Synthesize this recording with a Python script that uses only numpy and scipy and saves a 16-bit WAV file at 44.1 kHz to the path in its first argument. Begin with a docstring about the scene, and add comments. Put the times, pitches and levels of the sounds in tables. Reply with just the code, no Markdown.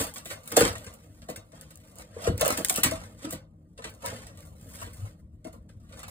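"""A small hard-walled cabin: thin wall paneling is pried off and broken by hand.
Fibres give way in bursts and single ticks. Slats scrape and crackle, rattle the panel and shake the wall;
knocks ring the panel's modes. A motor hums faintly outside.
Two microphone ports a few metres away hear the cabin with different delays."""
import sys
import numpy as np
from scipy import signal
from scipy.fft import rfft, irfft, next_fast_len
from scipy.io import wavfile
from scipy.ndimage import uniform_filter1d

SR = 44100
rng = np.random.default_rng(int(sys.argv[2]) if len(sys.argv) > 2 else 0)


def output_pcm(signal):
    """Save a mono or channel-first signal as 16-bit PCM at the path in sys.argv[1].

    Samples are clipped to [-1, 1] before scaling.
    """
    pcm = np.clip(np.atleast_2d(signal).T, -1, 1) * 32767
    wavfile.write(sys.argv[1], SR, np.round(pcm).astype(np.int16))


N = 269010

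# Breaking wood. Each row: start in seconds, strength in dB, slat level in dB, splinters in dB re strength.
CRACKS = [(0.0024, -19, -29, -40), (0.14, -12, -58, -7), (0.158, -12, -36, -36), (0.18, -28, -45, -13),
          (0.2548, -10.5, -37, -10), (0.301, -39, -34, -6), (0.312, -43, -44, -14), (0.473, -14, -47, -2),
          (0.516, -42, -32, -1.5), (0.565, 3, -15.5, 1), (0.59, 0, -44, -1), (0.606, -8, -18, -2),
          (0.649, -10, -29, -14), (0.752, -32, -37, -13), (0.78, -28, -61, -4), (0.8416, -30, -46.5, 4.5),
          (0.864, -43, -39.5, -10), (0.935, -27, -76, 2), (1.2173, -39, -48, -7), (1.285, -22, -40.5, -8),
          (1.2949, -27.5, -45, 9.5), (1.309, -44, -66, -3), (1.358, -23.5, -41, 2), (1.5173, -49.5, -54, 2),
          (1.547, -46, -78, 6), (1.609, -31.5, -58, 7), (1.704, -36, -51, 9.5), (1.7536, -48, -64, -8),
          (1.773, -62, -70, -19), (1.835, -42, -61, -11), (1.957, -38, -73, -3), (1.9806, -28, -77, -2),
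          (2.217, -28, -66, 7), (2.2676, -33, -66, 2), (2.376, -36, -39.5, -10), (2.395, -30, -37, -2),
          (2.408, -17, -20, -4.5), (2.4485, -28, -50, -9), (2.455, -7, -27.5, -6), (2.479, -19, -37, -15),
          (2.502, -3, -24, -16.5), (2.523, -27.5, -41, -11), (2.572, -6, -28, -9.5), (2.646, -9, -35.5, 2),
          (2.686, -2, -61.5, -12), (2.695, 1, -31.5, -1), (2.7454, -40, -32, -9.5), (2.756, -8.5, -49, 6.5),
          (2.773, -8, -26.5, -5), (2.8318, -1, -18, 6), (2.838, -8, -29.5, 3), (2.91, -16.5, -33.5, 0.5),
          (3.233, -35, -69, 4), (3.304, -19, -45, 8), (3.3244, -18.5, -59, 8), (3.776, -45, -43.5, -7.5),
          (3.8193, -47, -45, -11), (3.84, -26.5, -31, -21), (3.897, -34, -69, 5), (3.94, -54, -77, -8),
          (4.044, -37, -60, -4), (4.062, -31, -61, -5), (4.2642, -28, -46, -3), (4.372, -39, -54, -4),
          (4.405, -48, -80, -13), (4.61, -40, -58, 1), (4.6954, -33, -57, -32), (4.933, -23, -63, -6),
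          (5.444, -38, -47, 1), (5.468, -37, -51.5, 1), (5.5257, -30.5, -55.5, -2), (5.69, -52, -55, -4),
          (5.819, -52, -80.5, -5.5), (5.922, -54, -47, -10), (5.9895, -42, -45, -1), (6.029, -44, -38, -14),
          (6.068, -42, -57, -6), (6.079, -14, -45.5, -20)]
# Panel modes. Each row: frequency in Hz, level in dB, T60 in seconds.
PANEL_MODES = [(51, -7.5, 0.33), (63.4, -5.5, 0.15), (84.3, 4, 0.11), (100.6, 8, 0.12), (152.7, 2, 0.1),
               (182.5, 0.5, 0.086), (236.2, -5, 0.12), (274, 0, 0.09), (315.2, -5, 0.11),
               (503.5, -1.4, 0.063), (531, -5.5, 0.044), (546.7, 4, 0.046), (612, 3.5, 0.049),
               (717, -6.5, 0.12), (906, -8.5, 0.054), (1032, -10, 0.14), (1137, -6, 0.049),
               (1394, -16, 0.17), (1875, -15.5, 0.09), (2062, -26.5, 0.072)]


def gain_of(db):
    return 10 ** (np.asarray(db) / 20)


def unit_rms(x):
    return x / np.sqrt(np.mean(x ** 2) + 1e-20)


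def curve_at(points, hz):
    point_hz, value = np.transpose(points)
    return np.interp(np.log(hz + 1), np.log(point_hz + 1), value)


def add(mix, start_s, sound):
    part = mix[max(round(start_s * SR), 0):][:len(sound)]
    part += sound[:len(part)]


def coloured(x, spectrum):
    """Minimum-phase filter of unit energy."""
    hz = abs(np.fft.fftfreq(4096, 1 / SR))
    log_gain = np.log(gain_of(curve_at(spectrum, hz)))
    taps = np.fft.ifft(np.exp(log_gain - 1j * signal.hilbert(log_gain).imag)).real[:2048]
    return signal.oaconvolve(x, taps / np.linalg.norm(taps))[:len(x)]


def clicks(per_s, spread_db):
    """Random clicks of either sign; a few are large."""
    hit, size, sign = rng.random((N, 3)).T
    level_db = spread_db * np.minimum(-np.log(size + 1e-9), 5)
    return unit_rms((hit < per_s / SR) * gain_of(level_db) * np.sign(sign - .5))


def crossfaded(x, paths, step_s):
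    """Hands x from path to path in equal-power fades."""
    position = (np.arange(N) / SR / step_s - np.arange(paths)[:, None]) % paths - 1
    return x * np.cos(np.pi / 2 * np.clip(position, -1, 1))


def motor():
    """Motor outside: low tones that waver in level."""
    # Each row: frequency in Hz, rms level in dB.
    tones = [(156.1, -65), (231.5, -69), (306.8, -70.5)]
    t = np.arange(N) / SR
    waver_db = 2.5 * unit_rms(uniform_filter1d(rng.standard_normal((len(tones), N)), 6000, axis=1))
    return sum(gain_of(db + waver) * np.sqrt(2) * np.sin(2 * np.pi * hz * t)
               for (hz, db), waver in zip(tones, waver_db))


def still_air():
    """Faint, steady low noise of the cabin."""
    # Each row: frequency in Hz, relative density in dB.
    spectrum = [(15, -52), (25, -36.5), (48, -23.5), (102, -16.5), (123, -3), (157, 3.5), (185, -23),
                (223, -5.5), (270, -17), (309, -17), (344, -35), (394, -25.5), (1520, -58.5),
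                (16000, -67.5)]
    return gain_of(-66.5) * coloured(rng.standard_normal(N), spectrum)


def fibre_sound(treble, body):
    """Two click trains, crossed over at 5 kHz and coloured as breaking fibre."""
    # Each row: frequency in Hz, relative level in dB.
    spectrum = [(300, -13.5), (800, -1.5), (1400, -2), (2100, -3.5), (3000, -6.5), (4500, -6.5), (6000, -5),
                (8500, 1), (11500, 1), (13000, -0.5), (15300, -1), (16500, -42)]
    low, high = (signal.butter(2, 5000, kind, fs=SR, output="sos") for kind in ("low", "high"))
    return coloured(signal.sosfilt(low, body) - signal.sosfilt(high, treble), spectrum)


def rubbing_levels_db():
    """Scrape, crackle and rumble over time, from the pull, the rubs and slats settling after cracks."""
    # Steady pull of the bar. Each row: time in seconds, fibre creep in dB, wall rumble in dB.
    pull = [(0, -64, -34), (.15, -84, -60), (.5, -66, -53.5), (.72, -65, -41.5), (.97, -79.5, -57),
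            (1.2, -77, -54.5), (1.45, -86, -58), (1.9, -74, -54.5), (2.1, -88, -52.5), (2.4, -68, -43.5),
            (2.72, -66, -55), (2.87, -75, -40), (3.2, -78, -53), (3.429, -98.5, -52), (3.75, -93, -54),
            (3.948, -80, -50), (4.5, -85.5, -50), (4.8, -82.5, -46.5), (5.0, -66.5, -49.5),
            (5.17, -97.5, -50.5), (5.798, -91.5, -50), (6.1, -82, -51)]
    # Slat dragged on slat. Each row: peak time in seconds, scrape and crackle in dB, rise and fall in seconds.
    rubs = [(0.01, -33.5, -38.5, 0.44, 0.11), (0.2, -57, -66, 0.13, 0.055), (0.319, -45, -53, 0.11, 0.088),
            (0.648, -29, -56.5, 0.15, 0.097), (0.87, -58.5, -86, 0.47, 0.36),
            (1.53, -60.5, -86.5, 0.017, 0.63), (1.999, -50, -61, 0.09, 0.072),
            (2.283, -36, -61.5, 0.17, 0.028), (2.46, -34.5, -47.5, 0.086, 0.22),
            (2.6, -41.5, -45, 0.057, 0.041), (2.67, -46, -60, 0.046, 0.075), (2.72, -49, -53, 0.04, 0.098),
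            (2.791, -41, -50, 0.12, 0.056), (2.86, -38, -46, 0.04, 0.1), (2.961, -47.5, -74, 0.052, 0.24),
            (3.249, -43, -69, 0.094, 0.041), (3.325, -45.5, -72.5, 0.094, 0.085),
            (4.055, -39, -59, 0.06, 0.32), (4.379, -58.5, -67, 0.035, 0.2), (4.46, -74, -64, 0.029, 0.094),
            (4.76, -55.5, -58.5, 0.31, 0.1), (4.828, -43, -58, 0.11, 0.095),
            (5.06, -57.5, -68.5, 0.13, 0.13), (5.2, -71.5, -77.5, 0.064, 0.034),
            (6.0, -52.5, -68.5, 0.21, 0.11)]
    range_db = 30  # covered in one rise or fall
    t = np.arange(0, N / SR + .002, .001)
    pull_s, creep_db, rumble_db = np.transpose(pull)
    power = gain_of(2 * (np.interp(t, pull_s, creep_db) + np.array([[6.5], [0]])))  # scrape, crackle
    settling = [(s + .012, slat_db - 14, db - 42, .03, .081) for s, db, slat_db, _ in CRACKS]
    for peak_s, scrape_db, crackle_db, rise_s, fall_s in rubs + settling:
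        drop_db = range_db * np.maximum((peak_s - t) / rise_s, (t - peak_s) / fall_s)
        power += gain_of(2 * (np.array([[scrape_db], [crackle_db]]) - drop_db))
    levels_db = [*10 * np.log10(power), np.interp(t, pull_s, rumble_db)]
    return [np.interp(np.arange(N) / SR, t, db) for db in levels_db]


def shaken_panel(drive, low_hz, high_hz):
    """Panel modes in one band, kept ringing by small blows."""
    t = np.arange(8000) / SR
    ring = sum(gain_of(db - 60 * t / t60_s) * np.sin(2 * np.pi * hz * t)
               for hz, db, t60_s in PANEL_MODES if low_hz < hz < high_hz)
    return unit_rms(signal.oaconvolve(drive, ring)[:N])


def rubbing():
    """Bent slats crackle and scrape in clumps, rattle the panel and shake the wall."""
    clumps = gain_of(2.5 * unit_rms(uniform_filter1d(rng.standard_normal(N), 400)))
    fibres = unit_rms(clumps * (clicks(per_s=4300, spread_db=2.8) + .48 * clicks(210, .61)))
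    scrape_db, crackle_db, rumble_db = rubbing_levels_db()
    friction = fibre_sound(gain_of(crackle_db + 7.5) * fibres, gain_of(scrape_db + 9) * fibres)
    rattle = shaken_panel(clicks(520, 3), low_hz=220, high_hz=3000)
    rumble = shaken_panel(clicks(360, 1.5), low_hz=58, high_hz=200)
    rattle_db = -26.5 + .53 * scrape_db
    return friction + gain_of(rattle_db) * rattle + gain_of(rumble_db) * rumble


def knocks():
    """Each blow lands elsewhere on the panel and favours the modes near one pitch; a soft blow swells."""
    # Each row: start in seconds, ring level in dB, ring pitch in Hz, low-mid and bass levels in dB,
    # softness in cycles.
    blows = [(0.002, -24, 459, -28.5, -71, 2.5), (0.164, -51.5, 670, -66, -48.5, 2.5),
             (0.258, -36, 612, -48, -57, 1.5), (0.311, -31.5, 566, -72, -46.5, 3.3),
             (0.313, -39, 1090, -72, -70, 4.1), (0.519, -24, 475, -31.5, -38.5, 4.8),
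             (0.571, -5.5, 475, -23, -43, 1.24), (0.611, -10, 472, -21, -26.5, 0.84),
             (0.638, -45.5, 633, -45, -48.5, 2), (0.657, -23.5, 515, -30.5, -44, 0.67),
             (0.753, -34, 424, -59, -75, 2.6), (0.868, -48, 500, -61, -46, 0.69),
             (1.288, -28.5, 618, -42, -49, 0.96), (1.3, -30.5, 493, -43, -53, 0.99),
             (1.373, -50.5, 511, -56, -48, 0.46), (1.529, -41.5, 634, -53, -46.5, 2.2),
             (1.973, -44, 565, -64, -61, 4.2), (2.165, -34, 463, -61, -65, 1),
             (2.189, -32.5, 574, -69, -51, 1.5), (2.221, -31, 486, -73, -49, 1.7),
             (2.246, -20, 669, -35.5, -26.5, 6.4), (2.274, -17.5, 489, -37.5, -30.5, 0.89),
             (2.28, -59, 85, -42, -29.5, 0.53), (2.295, -29, 520, -29, -34, 0.3),
             (2.307, -55, 85, -66, -39.5, 0.82), (2.338, -67.5, 71, -49, -32.5, 0.71),
             (2.372, -67.5, 51, -49, -37, 1.8), (2.411, -17.5, 496, -35, -32, 2.4),
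             (2.426, -19, 610, -37, -39, 1.8), (2.445, -25.5, 633, -48, -49.5, 2.8),
             (2.463, -20.5, 593, -65.5, -54, 1.5), (2.483, -22.5, 495, -40.5, -54.5, 1.6),
             (2.501, -27.5, 609, -34, -50, 0.45), (2.58, -25.5, 490, -28, -53, 2.1),
             (2.599, -29.5, 480, -38, -54, 1.2), (2.705, -27, 687, -45, -67, 0.34),
             (2.782, -30.5, 483, -34, -57.5, 0.24), (2.845, -31, 450, -25.5, -35, 1.4),
             (2.858, -28.5, 635, -29.5, -27.5, 3.1), (2.914, -24, 644, -32, -38, 2),
             (3.243, -35, 302, -37.5, -46.5, 1.8), (3.268, -33, 302, -40, -59, 1.5),
             (3.326, -27, 521, -33.5, -38.5, 1.8), (3.787, -27.5, 476, -48, -60, 4.5),
             (3.844, -29.5, 449, -43, -59, 2.9), (4.033, -13.5, 540, -54, -23, 14.2),
             (4.069, -27, 470, -57, -33.5, 3.8), (4.12, -36, 460, -44, -38, 1.3),
             (4.144, -42.5, 485, -52, -68, 1.4), (4.288, -41, 571, -54, -59, 3.2),
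             (4.39, -47, 580, -66, -54, 1.7), (4.814, -25, 970, -64, -36, 4),
             (4.868, -35.5, 484, -50, -57, 1.46), (4.982, -57, 93.8, -61, -44, 1.4),
             (5.015, -65, 102, -68, -32, 4), (5.449, -32.5, 640, -32.5, -52, 2.1),
             (5.466, -40, 452, -54, -66, 1.6), (5.537, -41, 486, -48, -72.5, 3.2),
             (5.648, -63, 650, -51.5, -51, 3.2)]
    hz, mode_db, t60_s = np.transpose(PANEL_MODES)[:, :, None]
    out, t = np.zeros(N), np.arange(16000) / SR
    linger = gain_of(-41 - 60 * t / .84) * (hz > 400)  # upper modes ring on in the wall frame
    decay = gain_of(-60 * t / t60_s) + linger
    scatter = rng.random((len(blows), 3, len(PANEL_MODES), 1)) - .5
    for (start_s, ring_db, ring_hz, mid_db, bass_db, cycles), (spot, phase, detune) in zip(blows, scatter):
        spectrum = [(110, bass_db + .5), (190, mid_db + 5.5), (330, mid_db + 8.5), (450, ring_db - 6.5)]
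        # Flexing shifts the modes; the nearest is set to the ring pitch.
        bent_hz = hz * np.where(hz > 200, 1 + .16 * (spot[0] + .5 * detune), 1 + .071 * detune)
        gap_hz = abs(bent_hz - ring_hz)
        bent_hz = np.where(gap_hz == gap_hz.min(), ring_hz, bent_hz)
        favour_db = 10.5 * np.exp(-(np.log(bent_hz / ring_hz) / .12) ** 2)
        level = gain_of(curve_at(spectrum, hz) + favour_db + mode_db + 4 * spot)
        swell = (1 - np.exp(-t * np.maximum(hz, 200) / max(cycles, .3))) ** 2
        modes = np.sin(2 * np.pi * (bent_hz * t + .3 * phase))
        add(out, start_s, (level * swell * decay * modes).sum(0))
    return out


def cracks():
    """Fibres give way in a quick burst; the slat's answer dies more slowly."""
    drive = clicks(per_s=7000, spread_db=2.6)
    splinters, slat = np.zeros((2, N))
    time_scale_s = .0047
    for start_s, strength_db, slat_db, splinter_db in CRACKS:
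        burst = drive[round(start_s * SR):][:4000]
        burst = burst / np.std(burst[:300])
        age = np.arange(len(burst)) / SR / time_scale_s
        splinter_envelope = (1 - np.exp(-1.23 * age)) ** 2 * np.exp(-.92 * age)
        slat_envelope = (1 - np.exp(-5.2 * age)) ** 2 * np.exp(-.5 * age)
        add(splinters, start_s, gain_of(strength_db + splinter_db - 10.5) * splinter_envelope * burst)
        add(slat, start_s, gain_of(slat_db + 8.5) * slat_envelope * burst)
    return fibre_sound(splinters, slat)


def snaps():
    """A single fibre ticks, the slat jumps under it, the wall behind echoes both."""
    # Each row: time in seconds, level in dB, pitch in Hz.
    fibres = [(0.139, -23.0, 10500), (0.1832, -20.0, 8200), (0.2499, -30, 11000), (0.2575, -26.5, 11400),
              (0.2878, -28, 11500), (0.3015, -30, 10600), (0.4589, -32, 11500), (0.4761, -22.5, 10000),
              (0.5172, -21.5, 10600), (0.5229, -11.5, 11800), (0.5687, 3, 8700), (0.5924, -11, 9900),
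              (0.6069, -2.5, 11100), (0.653, -9.5, 7000), (0.7549, -27.5, 7700), (0.7831, -23, 8100),
              (0.9386, -29.5, 9700), (1.364, -21, 10600), (1.6118, -24.5, 8400), (1.7574, -26.5, 9900),
              (1.7744, -32, 10100), (1.9569, -29.5, 11400), (1.986, -23.5, 8500), (2.3791, -14.5, 11600),
              (2.3976, -22.5, 10600), (2.4122, 0.0, 11200), (2.4231, -13.0, 12200), (2.45, -10.5, 8100),
              (2.4588, -7.5, 9800), (2.4661, -12.5, 9200), (2.4798, 0.5, 12500), (2.5054, -8.0, 10300),
              (2.5251, -10.5, 9000), (2.5774, -9.5, 9900), (2.6481, 1, 9600), (2.6856, -10.5, 8800),
              (2.6974, 2.5, 9200), (2.7271, -17.5, 9200), (2.7418, -12.0, 9200), (2.7611, -5.5, 10400),
              (2.7761, -9.0, 10400), (2.8358, 3.0, 10600), (2.9113, -17.0, 8600), (3.3091, -23.5, 9100),
              (3.3248, -19.0, 10000), (3.8446, -24, 6200), (3.897, -33, 11000), (3.94, -36, 9000),
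              (3.949, -37, 9000), (4.0616, -10.0, 10400), (4.2699, -29.0, 8900), (4.374, -33, 9500),
              (4.4064, -31.0, 9600), (4.6124, -37.5, 9700), (4.9347, -30.5, 10500), (5.4456, -36.0, 8400),
              (5.9936, -27.0, 8800), (6.0338, -27.5, 11200), (6.0845, -28.5, 12700)]
    width_cycles, slat_hz, echo_s = .55, 2600, .0006
    out, t = np.zeros(N), np.arange(-40, 41) / SR
    jump = np.sin(2 * np.pi * slat_hz * t) * np.exp(-(slat_hz * t / width_cycles) ** 2)
    for (time_s, db, hz), (phase, late) in zip(fibres, rng.random((len(fibres), 2))):
        tick = np.cos(2 * np.pi * (hz * t + phase)) * np.exp(-(hz * t / width_cycles) ** 2)
        snap = gain_of(db) * tick + gain_of(db - 20) * jump
        add(out, time_s + t[0], snap)
        add(out, time_s + t[0] + echo_s * (.5 + late), -gain_of(-6) * snap)
    return out


def cabin_echoes(x):
    """Sparse echoes, each band dying at its own rate; patterns crossfade so no fixed pitch rings out."""
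    # Each row: frequency in Hz, T60 in seconds.
    decay_times = [(100, 0.084), (500, 0.38), (2000, 0.22), (4500, 0.23), (8000, 0.13), (16000, 0.11)]
    paths, length, slot = 6, SR // 3, 20
    taps = np.zeros((paths, length))
    jitter = rng.integers(0, slot, (paths, (length - 101) // slot))
    arrivals = np.arange(100, length - slot, slot) + jitter
    np.put_along_axis(taps, arrivals, rng.choice([-1., 1.], arrivals.shape), 1)
    hz, t, bands = signal.stft(taps, SR, nperseg=128)
    decay = gain_of(-60 * t / curve_at(decay_times, hz)[:, None])
    tails = signal.istft(bands * decay, SR, nperseg=128)[1]
    tails /= np.linalg.norm(tails[0])
    return signal.fftconvolve(crossfaded(x, paths, step_s=.06), tails, axes=1)[:, :N].sum(0)


def microphone_ports(x):
    """Both ports share part of the sound, shifted in phase; the rest comes off nearby walls and differs."""
    # Each row: frequency in Hz, phase lead of the left port in radians.
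    lead_rad = [(150, -.1), (350, -.35), (520, -.35), (620, -.9), (780, -2.2), (1030, -3.8), (1640, -3.6),
                (3450, -3.2), (4310, -4.4), (5080, -3.3), (6120, -2.9), (7670, -.4), (9560, .5),
                (11100, 3.0), (12500, 3.4), (13900, 6.0), (16300, 6.5)]
    # Each row: frequency in Hz, share of power common to both ports from 0 to 1.
    common_share = [(100, .995), (250, .97), (520, .88), (750, .35), (1500, .2), (3300, .2), (5200, .75),
                    (8000, .85), (15000, .9)]
    # Each row: frequency in Hz, left minus right in dB.
    balance_db = [(60, 1.5), (240, 1.5), (950, 0.0), (3770, 0.0), (15000, 0.0)]
    paths, size = 17, next_fast_len(N + 4096)
    hz = np.fft.rfftfreq(size, 1 / SR)
    walls = rng.standard_normal((2, paths, 1000)) * np.exp(-np.arange(1000) / 220)
    walls = rfft(walls / np.linalg.norm(walls, axis=2, keepdims=True), size)
    reflected = (rfft(crossfaded(x, paths, step_s=.03), size) * walls).sum(1)
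    share, side = curve_at(common_share, hz), np.array([[.5], [-.5]])
    blend = np.sqrt(share) * rfft(x, size) + np.sqrt(1 - share) * reflected
    shift = np.exp(1j * side * curve_at(lead_rad, hz)) * gain_of(side * curve_at(balance_db, hz))
    return irfft(shift * blend, size)[:, :N]


def scene():
    wood, blows, ticks = cracks() + rubbing(), knocks(), snaps()
    echoes = cabin_echoes(gain_of(-6.5) * wood + gain_of(-15) * blows + gain_of(-17) * ticks)
    return microphone_ports(wood + blows + ticks + echoes + motor() + still_air())


def record(dry):
    """The microphone drops the deepest bass, rounds the peaks and limits the band."""
    low_hz, high_hz, ceiling = 42, 16650, .9
    thin = signal.sosfilt(signal.butter(4, low_hz, "high", fs=SR, output="sos"), dry)
    rounded = ceiling * np.tanh(thin / ceiling)
    band_limit = signal.firwin(511, high_hz, window=("kaiser", 9), fs=SR)
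    return signal.oaconvolve(rounded, band_limit[None], "same")


dry = scene()
out = record(dry)
output_pcm(out)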